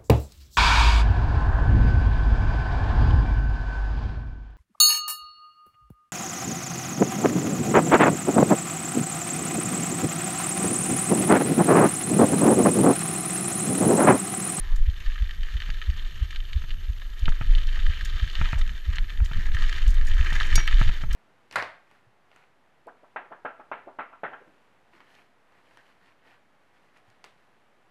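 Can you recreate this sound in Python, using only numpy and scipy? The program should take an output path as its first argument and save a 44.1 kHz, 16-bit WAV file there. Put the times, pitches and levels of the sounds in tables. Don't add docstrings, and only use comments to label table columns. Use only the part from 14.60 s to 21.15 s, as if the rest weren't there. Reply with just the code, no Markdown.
import sys
import numpy as np
from scipy import signal
from scipy.fft import rfft, irfft
from scipy.io import wavfile
from scipy.ndimage import map_coordinates

SR = 44100
rng = np.random.default_rng(int(sys.argv[2]) if len(sys.argv) > 2 else 0)


def master(y):
    cut = np.clip(np.atleast_2d(y).T, -1, 1)
    pcm = np.round(cut * 32767)
    wavfile.write(sys.argv[1], SR, pcm.astype(np.int16))


N = 288846
T = np.arange(N) / SR


def undb(db):
    return 10 ** (np.asarray(db) / 20)


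def unit(x):
    return x / np.sqrt(np.mean(x ** 2))


def crest(x):
    return x / np.abs(x).max()


def curves(table):
    s, *columns = np.transpose(table)
    return [np.interp(T, s, c) for c in columns]


def add(track, s, sound):
    i = max(int(s * SR), 0)
    track[i:i + len(sound)] += sound[:max(N - i, 0)]


def colour(x, points, peaks=(), size=32768):
    f = np.maximum(np.fft.rfftfreq(size, 1 / SR), 1)
    hz, db = np.transpose(points)
    db = np.interp(np.log(f), np.log(hz), db)
    for centre, width, height in peaks:
        db = db + height / (1 + (2 * (f - centre) / width) ** 4)
    cepstrum = irfft(np.log(undb(db)))
    cepstrum[1:size // 2] *= 2
    cepstrum[size // 2 + 1:] = 0
    response = irfft(np.exp(rfft(cepstrum)))
    return signal.fftconvolve(x, response)[:len(x)]


def noise(points, peaks=()):
    return unit(colour(rng.standard_normal(N), points, peaks))


def walk(rate):
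    steps = rng.standard_normal(N // 20)
    return unit(map_coordinates(steps, [T * rate], order=1, mode="wrap"))


def fade(t60, size=8192):
    return np.exp(-np.log(1000) * T[:size] / max(t60, 1e-4))


def ring(hz, t60, size=8192):
    return fade(t60, size) * np.sin(2 * np.pi * hz * T[:size])


def burst(t60, size=8192):
    return fade(t60, size) * rng.standard_normal(size)


def swell(s, length):
    return np.exp(-((T - s) / length) ** 2)


# (frequency [Hz], relative level [dB])
HISS_SPECTRUM = [(200, 0), (3000, -2.5), (8000, -10.5), (13000, -13.5), (16000, -17)]
WHINE_HZ = 12617.4


def electronics():
    hiss = undb(-65.5) * noise(HISS_SPECTRUM)
    whine = undb(-71.5) * unit(np.sin(2 * np.pi * WHINE_HZ * T))
    blurred = undb(-74.0) * unit(walk(70) * np.sin(np.pi * WHINE_HZ * T))
    return hiss + whine + blurred


# (time [s], gain [dB])
RIDE_ROUGHNESS = [(0, 0), (.6, -5), (2.4, -4), (2.9, 0), (3.9, -2.5), (4.2, -3.5), (5.1, 1.5), (5.9, 3),
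                  (6.55, 1)]
# (time [s], sway level [dB], air level [dB], time to fall to 1/e [s])
BUMP_SWELLS = [(0.129, -14.5, -54, 0.026), (.21, -13.5, -51, 0.043), (0.486, -13.5, -49, 0.022),
               (0.83, -22, -58, 0.049), (1.137, -21, -46, .035), (2.692, -11.5, -40, 0.048),
               (2.921, -11.5, -49, 0.082), (3.079, -20.5, -50, 0.039), (3.255, -13, -53, 0.039),
               (3.437, -18, -34, 0.014), (3.548, -19.5, -31.5, 0.024), (3.825, -12, -25.5, 0.037),
               (4.017, -17, -36, 0.051), (4.117, -47, -31, 0.046), (4.418, -19, -38.5, 0.043),
               (4.63, -17, -42, 0.052), (4.781, -18.5, -29, 0.03), (4.902, -15.5, -36, 0.053),
               (5.033, -14.5, -42, 0.058), (5.233, -17, -53, 0.027), (5.383, -14.5, -40, 0.064),
               (5.548, -16.5, -42, 0.067), (5.713, -18, -43, 0.099), (5.834, -18.5, -53, 0.023),
               (5.964, -10, -25.5, 0.039), (6.158, -13, -38, 0.083), (6.282, -11.5, -25, 0.027),
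               (6.534, -16.5, -33, 0.1)]
# (frequency [Hz], relative level [dB])
SWAY_SPECTRUM = [(4, -25.5), (12, 2.5), (18, -1.5), (23, -6), (32, -4), (50, -7.5), (90, -32), (300, -84),
                 (2000, -130)]
# (frequency [Hz], relative level [dB])
BUFFET_SPECTRUM = [(15, -4.5), (40, -3.5), (70, -1), (110, -12.5), (170, -19.5), (260, -35.5), (1500, -80),
                   (6000, -110)]
SWAY_DB, BUFFET_DB = -25.5, -39
SWAY_WANDER_DB = 2
SWAY_HZ, SWAY_DRIFT_OCTAVES = 20.7, 0.32
SWAY_FLUTTER = 0.44


def rumble():
    ride = undb(curves(RIDE_ROUGHNESS)[0])
    steady_sway = undb(SWAY_DB + SWAY_WANDER_DB * walk(8)) * ride
    bump_sway = sum(undb(db) * swell(s, length) for s, db, _, length in BUMP_SWELLS)
    bump_air = sum(undb(db) * swell(s, length) for s, _, db, length in BUMP_SWELLS)
    sway_size = np.hypot(steady_sway, bump_sway)
    air_size = np.hypot(undb(BUFFET_DB) * ride, bump_air)
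    swing_hz = SWAY_HZ * 2 ** (SWAY_DRIFT_OCTAVES * walk(25))
    swing = np.sin(2 * np.pi * np.cumsum(swing_hz) / SR)
    sway = unit(unit(swing) + SWAY_FLUTTER * noise(SWAY_SPECTRUM))
    buffet = noise(BUFFET_SPECTRUM) * unit(undb(3.6 * walk(20)))
    return sway * sway_size + buffet * air_size


# (time [s], relative level [dB], pitch [Hz])
HEARTBEATS = [(0.289, -11, 51), (0.6258, -12, 42.4), (0.957, -15, 44.8), (1.2938, -12.5, 51.6),
              (1.6283, -13.5, 50), (1.9678, -13.5, 52.6), (2.302, -16, 49), (2.634, -15, 48.6),
              (2.9659, -15.5, 40.4), (3.2985, -15.5, 53), (3.6328, -14, 52), (3.9635, -17.5, 50.7),
              (4.2905, -13.5, 51), (4.6228, -8.5, 47), (4.951, -15, 54.3), (5.2845, -6.5, 37.7),
              (5.6079, -10.5, 47.3), (5.9358, -20.5, 56)]
SECOND_BEAT_S, SECOND_BEAT_DB, SECOND_BEAT_HZ = 0.1686, -21, 27
SHUDDER_DB, SHUDDER_HZ, SHUDDER_T60_S = -13.5, 71.4, 0.25


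def heartbeat():
    out = np.zeros(N)
    lead = .1
    t = T[:8192] - lead

    def pulse(hz, cycles):
        return np.exp(-(t * hz / cycles) ** 2) * np.cos(2 * np.pi * t * hz)

    for s, db, hz in HEARTBEATS:
        thump = pulse(hz, 0.63) + 0.13 * pulse(hz * 1.57, 0.66) + 0.023 * pulse(hz * 3.47, 1.0)
        add(out, s - lead, -undb(db) * thump)
        shudder = ring(SHUDDER_HZ * rng.uniform(0.86, 1.2), SHUDDER_T60_S) * (1 - fade(0.033))
        add(out, s, undb(db + SHUDDER_DB) * shudder)
        second = pulse(SECOND_BEAT_HZ, 0.71)
        add(out, s - lead + SECOND_BEAT_S, -undb(SECOND_BEAT_DB) * second)
    return out


# (time [s], relative level [dB], thud re the clack [dB], thud pitch [Hz], clack pitch [ratio])
MOUNT_KNOCKS = [(1.09, -36.5, 3, 126, 0.93), (2.039, -40.5, 6.5, 128, 1), (2.419, -46, -7, 120, 0.82),
                (2.68, -22.5, 2.5, 130, 0.99), (2.811, -26, 6, 108, 0.97), (3.171, -38.5, -14, 120, 0.93),
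                (3.813, -24, 5.5, 113, 0.99), (3.93, -23.5, 4.5, 108, 1.01), (4.383, -35, -6, 121, 0.99),
                (4.602, -35, 3, 106, 1.02), (4.713, -32, 4.5, 118, 1.006), (5.723, -28, 1.5, 118, 0.95),
                (5.978, -21, 1, 116, 1.004), (6.213, -19.5, 5.5, 112, 0.97), (6.293, -29, 2.5, 110, 1.02),
                (6.436, -30, 6.5, 118, 0.95)]
# (nominal frequency [Hz], relative level [dB], t60 [s])
MOUNT_MODES = [(337, -3, 0.0073), (462, -12.5, 0.034), (669, -13, 0.056), (926, -5, 0.038),
               (1150, -10.5, 0.016), (1338, 6.5, 0.015), (1630, 2, 0.011), (1916, 0, 0.013),
               (2510, 7, 0.0057)]
KNOCK_RISE_S = 0.0079


def knocks():
    out = np.zeros(N)
    scuff_spectrum = [(200, 16.0), (500, 6.0), (1500, 20.0), (2600, 19.5), (3200, -4), (9000, -35)]
    for s, db, thud_db, thud_hz, pitch in MOUNT_KNOCKS:
        detune = pitch * (1 + 0.012 * rng.standard_normal(len(MOUNT_MODES)))
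        clack = 0
        for k, ((hz, mode_db, t60), ratio) in enumerate(zip(MOUNT_MODES, detune)):
            clack = clack + undb(mode_db) * ring(hz * ratio, t60) * (-1) ** k
        scuff = colour(burst(0.05), scuff_spectrum, size=4096)
        knock = crest(clack * (1 - fade(KNOCK_RISE_S))) + .4 * crest(scuff)
        thud = -ring(thud_hz, 0.048) * (1 - fade(0.0064))
        add(out, s, undb(db + 3.0) * (knock + undb(thud_db) * thud))
    return out


# (time [s], relative level [dB], t60 [s])
CHAIN_TICKS = [(0.158, -44.5, 0.043), (0.401, -51, .03), (2.592, -48.5, .03), (3.448, -36.5, 0.045),
               (3.983, -45, .04), (3.99, -45, 0.046), (4.644, -43.5, 0.094), (4.947, -45.5, .02),
               (5.093, -49, .03), (5.2776, -39, 0.029), (5.291, -43, .03), (5.303, -42.5, 0.052),
               (5.34, -46, 0.048), (5.45, -44.5, 0.019), (5.468, -39.5, 0.026), (5.483, -44, 0.025),
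               (5.543, -47, .025), (5.7284, -40.5, 0.021), (5.866, -47, .025), (6.0738, -33, 0.016),
               (6.23, -47, .04), (6.528, -38, 0.035)]
# (frequency [Hz], relative level [dB])
LINK_SPECTRUM = [(1500, -42), (4000, -2), (6500, -0.5), (8000, -7.5), (11000, -12.5), (15000, -14)]
# (nominal frequency [Hz], width [Hz], nominal height [dB])
LINK_RESONANCES = [(5650, 90, 6), (6730, 90, 11), (7250, 80, 5), (7700, 110, 8), (8080, 140, 6),
                   (8950, 400, 6), (12400, 500, 3), (14500, 400, -6)]
LINK_DETUNE, LINK_SPIKY_DB = 0.024, 2


def chain():
    out = np.zeros(N)
    for s, db, t60 in CHAIN_TICKS:
        chatter = undb(LINK_SPIKY_DB * rng.standard_normal(8192))
        slap = burst(t60) * (1 - fade(t60 / 4)) * chatter
        modes = []
        for hz, width, height in LINK_RESONANCES:
            link_hz = hz * (1 + LINK_DETUNE * rng.standard_normal())
            modes.append((link_hz, width, height * rng.uniform(.2, 1.4)))
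        add(out, s, crest(colour(slap, LINK_SPECTRUM, modes, size=4096)) * undb(db + 5.0))
    return out


# (time [s], relative level [dB])
METAL_HITS = [(5.955, -10)]
# (frequency [Hz], relative level [dB], t60 [s])
METAL_MODES = [(2268, -7, .5), (2286, -14, .25), (3591, -17, .33), (3720, -20, .28), (4102, -22, .4),
               (4646, -12, .13), (4705, 2, .06), (5334, -13, .08), (5701, -2.5, .26), (5728, -12, .17),
               (5800, -17, .2), (5975, -9, .07), (6070, -14, .17), (6567, -3, .13), (6798, -8, .07),
               (7560, -17, .08), (8450, -12, .05), (8950, -12, .06), (9650, -14, .05), (10440, -15, .05),
               (10620, -15, .04), (11300, -18, .04), (11880, -20, .05), (13100, -25, .04)]
METAL_BUZZ_DB = 2.5


def clang():
    out = np.zeros(N)
    crash_spectrum = [(2000, -11), (4500, 3), (5300, -2), (6800, 0), (7800, -7), (11000, -8),
                      (13000, -15), (15500, -24)]
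    for s, db in METAL_HITS:
        modes = sum(undb(mode_db) * ring(hz, t60, size=32768) for hz, mode_db, t60 in METAL_MODES)
        clatter = burst(0.023) * (1 - fade(0.011))
        crash = colour(clatter, crash_spectrum, size=4096)
        tremble = undb(METAL_BUZZ_DB * walk(160)[:len(modes)])
        add(out, s, undb(db - 4) * crest(crash))
        add(out, s + .002, undb(db - 14.5) * modes * tremble)
    return out


# (frequency [Hz], width [Hz], height [dB])
CASE_RESONANCES = [(350, 53, 7.5), (680, 18, 2), (1008, 40, 5.5), (1258, 182, 7.5), (1464, 90, -7.5),
                   (1701, 497, 8), (2360, 26, 3), (3203, 750, 5), (3130, 110, 3.5), (3320, 293, -5),
                   (3603, 92, 4), (4147, 100, 5.5), (4640, 390, 2), (4890, 280, -3.5), (5080, 150, -14),
                   (5780, 450, -3.5), (6770, 430, 3.5)]
STONE_T60_S, STONE_DIRT_DB = 0.0093, -3
STONE_RISE_S = 0.0015


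def stone(hz, bright_db):
    click = ring(hz, STONE_T60_S) - 0.5 * ring(hz * 1.32, 0.01) + 0.66 * ring(hz * 1.666, 0.0077)
    snap = click + 0.95 * burst(0.014) + undb(STONE_DIRT_DB) * burst(0.037)
    tone = [(300, -31), (min(hz * 0.62, 1900), -13), (min(hz * 0.63, 3000), -5), (3600, bright_db / 2),
            (6000, bright_db - 12.5), (9000, bright_db - 27.5), (15000, bright_db - 51)]
    return crest(colour(snap * (1 - fade(STONE_RISE_S)), tone, CASE_RESONANCES, size=4096))


# (time [s], relative crunch level [dB])
TRAIL_BITE = [(0.03, -45.5), (.13, -46.5), (.22, -50.5), (.36, -46), (.55, -43), (.68, -45.5), (.77, -47),
              (.86, -45), (1.0, -44.5), (1.07, -45.5), (1.15, -45.5), (1.3, -43.5), (1.5, -46), (1.68, -46),
              (1.95, -47), (2.25, -49), (2.42, -49), (2.56, -49.5), (2.72, -44), (2.95, -41), (3.04, -43),
              (3.17, -39), (3.33, -39.5), (3.6, -38.5), (3.72, -40.5), (3.85, -34.5), (3.91, -36.5),
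              (3.97, -38), (4.04, -44.5), (4.12, -46), (4.29, -45.5), (4.35, -40.5), (4.43, -46.5),
              (4.69, -46.5), (4.8, -38), (4.9, -42), (5.04, -34.5), (5.25, -37), (5.43, -44.5),
              (5.55, -36.5), (5.66, -33.5), (5.82, -29.5), (5.89, -34), (5.94, -29.5), (6.04, -35.5),
              (6.12, -33.5), (6.28, -34), (6.42, -40.5), (6.495, -55), (6.515, -38.5)]
PEBBLES_PER_S, PEBBLE_DB, PEBBLE_SCATTER_DB = 11, 8, -1
PEBBLE_HZ, PEBBLE_BRIGHT_DB = (1750, 2320), 1.5


def pebbles(count=200):
    out = np.zeros(N)
    times = np.cumsum(rng.uniform(.1, 1.9, count)) / PEBBLES_PER_S
    pitches = rng.uniform(*PEBBLE_HZ, count)
    variations = rng.standard_normal((count, 2))
    for s, hz, (scatter, tint) in zip(times, pitches, variations):
        if s < T[-1]:
            bite_db = np.interp(s, *np.transpose(TRAIL_BITE))
            db = bite_db + PEBBLE_DB + PEBBLE_SCATTER_DB * min(scatter, 1.5)
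            add(out, s, stone(hz, PEBBLE_BRIGHT_DB + 4 * min(tint, 1)) * undb(db))
    return out


# (time [s], relative level [dB], pitch [Hz], brightness [dB])
FLICKED_STONES = [(0.263, -36, 1840, -3), (0.299, -36.5, 3200, 4), (0.363, -38, 2560, -8),
                  (0.404, -36, 2980, -19), (0.462, -34.5, 1770, -12), (0.5, -36, 1700, -7),
                  (0.519, -35, 1800, -16), (0.5577, -29.5, 1740, -15), (0.579, -31.5, 1680, -14),
                  (0.622, -31, 1920, 4), (0.661, -38, 1770, -6), (0.6929, -32, 1880, -4),
                  (0.709, -29, 1800, -2), (0.832, -30.5, 1820, 4), (0.886, -33, 1740, -6),
                  (0.968, -30, 1920, 2), (1.002, -28, 1830, 3), (1.02, -24, 1880, -3.5),
                  (1.1018, -25, 1660, 4), (1.2155, -25, 1810, -12), (1.2226, -26, 1850, -11),
                  (1.3007, -32.5, 1840, 12), (1.3952, -31, 3200, -20), (1.619, -37.5, 1800, -4),
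                  (1.707, -32, 1730, 10), (1.728, -32, 1750, -6), (1.76, -25.5, 2340, -4),
                  (1.803, -32, 3040, -18), (1.852, -37, 3150, -6), (1.931, -25, 2240, -2),
                  (2.1057, -28, 2850, -13), (2.1137, -32.5, 1770, 4), (2.399, -38, 1790, 4),
                  (2.418, -34, 1695, -9), (2.6564, -23, 2960, -13), (2.691, -30, 1850, 14),
                  (2.721, -28.5, 1730, -24), (2.824, -34, 1790, -29), (2.872, -37, 1870, -1),
                  (2.951, -22.5, 2890, -4), (2.9823, -28.5, 2980, -16), (3.07, -35, 3300, 25),
                  (3.09, -31.5, 1670, -4), (3.1913, -30, 1750, -10), (3.265, -24, 1800, -5),
                  (3.335, -29, 2400, -11), (3.4098, -26.5, 1700, -3), (3.4552, -28, 1660, 9),
                  (3.536, -37, 3430, -11), (3.598, -29.5, 1670, -10), (3.676, -28.5, 1750, -3),
                  (3.699, -30, 3040, 6), (3.753, -23.5, 2690, -5), (3.795, -34, 1850, -19),
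                  (3.8555, -22, 1920, -14), (3.957, -32, 1700, -15), (4.013, -27.5, 2010, -4),
                  (4.076, -32, 1910, 7), (4.093, -30, 1770, -7), (4.178, -39, 3500, -3),
                  (4.357, -32, 1530, 19), (4.368, -29, 1620, -8), (4.3836, -20, 2000, -11),
                  (4.496, -33.5, 2650, -5), (4.502, -28.5, 1950, -5), (4.574, -31, 1900, 0),
                  (4.659, -29.5, 1920, 4), (4.733, -28, 1620, -3), (4.7445, -34, 1830, -9),
                  (4.947, -26, 1880, 0), (4.9678, -24, 1670, -27), (5.021, -23, 1660, -2),
                  (5.039, -25, 1800, 1), (5.094, -24, 1810, 7), (5.127, -22, 1700, 4),
                  (5.162, -28.5, 1820, 11), (5.4117, -29.5, 1710, -3), (5.5162, -26.5, 2000, -14),
                  (5.6101, -24, 1940, -13), (5.627, -27, 1820, -10), (5.66, -26, 1620, -8),
                  (5.67, -25.5, 1870, -19), (5.7341, -28, 1780, -8), (5.801, -18, 1780, -15),
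                  (5.809, -19.5, 1390, -14), (5.927, -22, 1780, -9), (6.0766, -15, 2030, -14),
                  (6.084, -26, 3100, -13), (6.111, -22.5, 1780, -9), (6.1271, -21.5, 1650, -16),
                  (6.17, -30.5, 3040, -4), (6.237, -26, 2170, 2), (6.278, -26, 2240, -17),
                  (6.416, -38, 2050, 10), (6.509, -38, 1720, -16.5)]


def stones():
    out = np.zeros(N)
    for s, db, hz, bright_db in FLICKED_STONES:
        add(out, s, stone(hz, bright_db) * undb(db + 2))
    return out


def grains(rate, spread_db, size=120000):
    at = (np.cumsum(rng.exponential(size=size)) * SR / rate).astype(int)
    strength = undb(spread_db * np.minimum(rng.exponential(size=size), 4))
    strength = strength * rng.choice([-1, 1], size)
    return np.bincount(at[at < N], strength[at < N], N)


# (time [s], relative level [dB], pitch [Hz], time to fall to 1/e [s], glide [octaves/s])
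TYRE_SLIPS = [(0.09, -55, 1080, 0.068, 0), (3.875, -50, 1000, 0.03, -4), (3.978, -48, 800, 0.028, -22.5)]
SLIP_WIDTH_HZ = 166


def slips():
    out = 0
    lowpass = signal.butter(2, SLIP_WIDTH_HZ, fs=SR, output="sos")
    for s, db, hz, length, glide in TYRE_SLIPS:
        rasp = signal.sosfilt(lowpass, grains(rate=3000, spread_db=5))
        pitch = hz * 2 ** (glide * np.clip(T - s, -2 * length, 2 * length))
        carrier = np.sin(2 * np.pi * np.cumsum(pitch) / SR)
        out = out + unit(rasp * carrier) * undb(db) * swell(s, length)
    return out


SCRAPE_DB, PATCHY_DB = -7.5, 1.5


def gravel(rate, spread_db):
    out = 0
    for hz in np.geomspace(700, 6000, 10):
        band = signal.butter(1, [hz / 1.11, hz * 1.11], "band", fs=SR)
        snaps = unit(grains(rate, spread_db, size=20000))
        contact = snaps + undb(SCRAPE_DB) * rng.standard_normal(N)
        out = out + signal.lfilter(*band, contact * undb(PATCHY_DB * walk(70)))
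    return out


# (time [s], deep crunch re the light [dB])
TYRE_LOAD = [(0, -1), (.55, -1), (1.15, -4.5), (1.8, -13), (2.5, -6), (3.2, -2.5), (3.6, -11.5), (3.92, 5),
             (4.3, -3.5), (4.8, 3.5), (5.2, -0.5), (5.7, 10.5), (6.1, -3), (6.5, 0)]
# (frequency [Hz], relative level [dB])
CRUNCH_SPECTRUM = [(150, -22), (500, -33), (850, -15), (1200, -5), (1800, -1), (2500, 1), (3400, 2.5),
                   (4300, -5), (5500, -12.5), (8000, -46), (16000, -63)]
# (frequency [Hz], relative level [dB])
COARSE_SPECTRUM = [(150, -33), (500, -31), (850, -7.5), (1200, -7.5), (1650, 1.5), (2050, 3), (2500, -1),
                   (3500, -13.5), (6000, -15), (16000, -81)]
# (frequency [Hz], relative level [dB])
GRIT_SPECTRUM = [(1500, -41), (4000, 2.5), (5500, 5), (7000, 0), (8200, -8), (10000, -12), (13000, -16),
                 (15500, -17)]
# (frequency [Hz], relative level [dB])
TREAD_SPECTRUM = [(60, -33), (180, 1.5), (280, -5.5), (450, -5.5), (800, -9.5), (1500, -15.5),
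                  (5000, -38.5)]
GRIT_DB, GRIT_PER_CRUNCH = -19.5, 1
DUST_DB = -68
TREAD_DB, TREAD_PER_CRUNCH = -57, 0.35


def tyres():
    crunch_db, = curves(TRAIL_BITE)
    load_db, = curves(TYRE_LOAD)
    ride_db, = curves(RIDE_ROUGHNESS)
    mean_db = crunch_db.mean()
    excess_db = crunch_db - mean_db
    clumps = unit(undb(1.4 * walk(45) + 1.68 * walk(200)))
    light = unit(colour(gravel(rate=260, spread_db=3.0), CRUNCH_SPECTRUM, CASE_RESONANCES))
    coarse = unit(colour(gravel(rate=600, spread_db=4.5), COARSE_SPECTRUM, CASE_RESONANCES))
    deep = coarse * undb(load_db)
    crunch = (light + deep) / np.hypot(1, undb(load_db)) * undb(crunch_db - 3.5)
    spray = np.hypot(undb(DUST_DB), undb(GRIT_DB + mean_db + GRIT_PER_CRUNCH * excess_db))
    grit = unit(colour(grains(rate=12000, spread_db=5.0), GRIT_SPECTRUM, CASE_RESONANCES)) * spray
    tread_size = undb(TREAD_DB + ride_db + TREAD_PER_CRUNCH * excess_db)
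    tread = noise(TREAD_SPECTRUM, CASE_RESONANCES) * tread_size
    return clumps * (crunch + grit + tread)


def scene():
    ground = tyres() + slips() + stones() + pebbles()
    hardware = knocks() + chain() + clang()
    background = heartbeat() + rumble() + electronics()
    return (ground + hardware + background)[None]


TOP_HZ = 15300


def record(dry):
    lowpass = signal.ellip(8, .2, 80, TOP_HZ, fs=SR, output="sos")
    return signal.sosfilt(lowpass, dry)


dry = scene()
out = record(dry)
master(out)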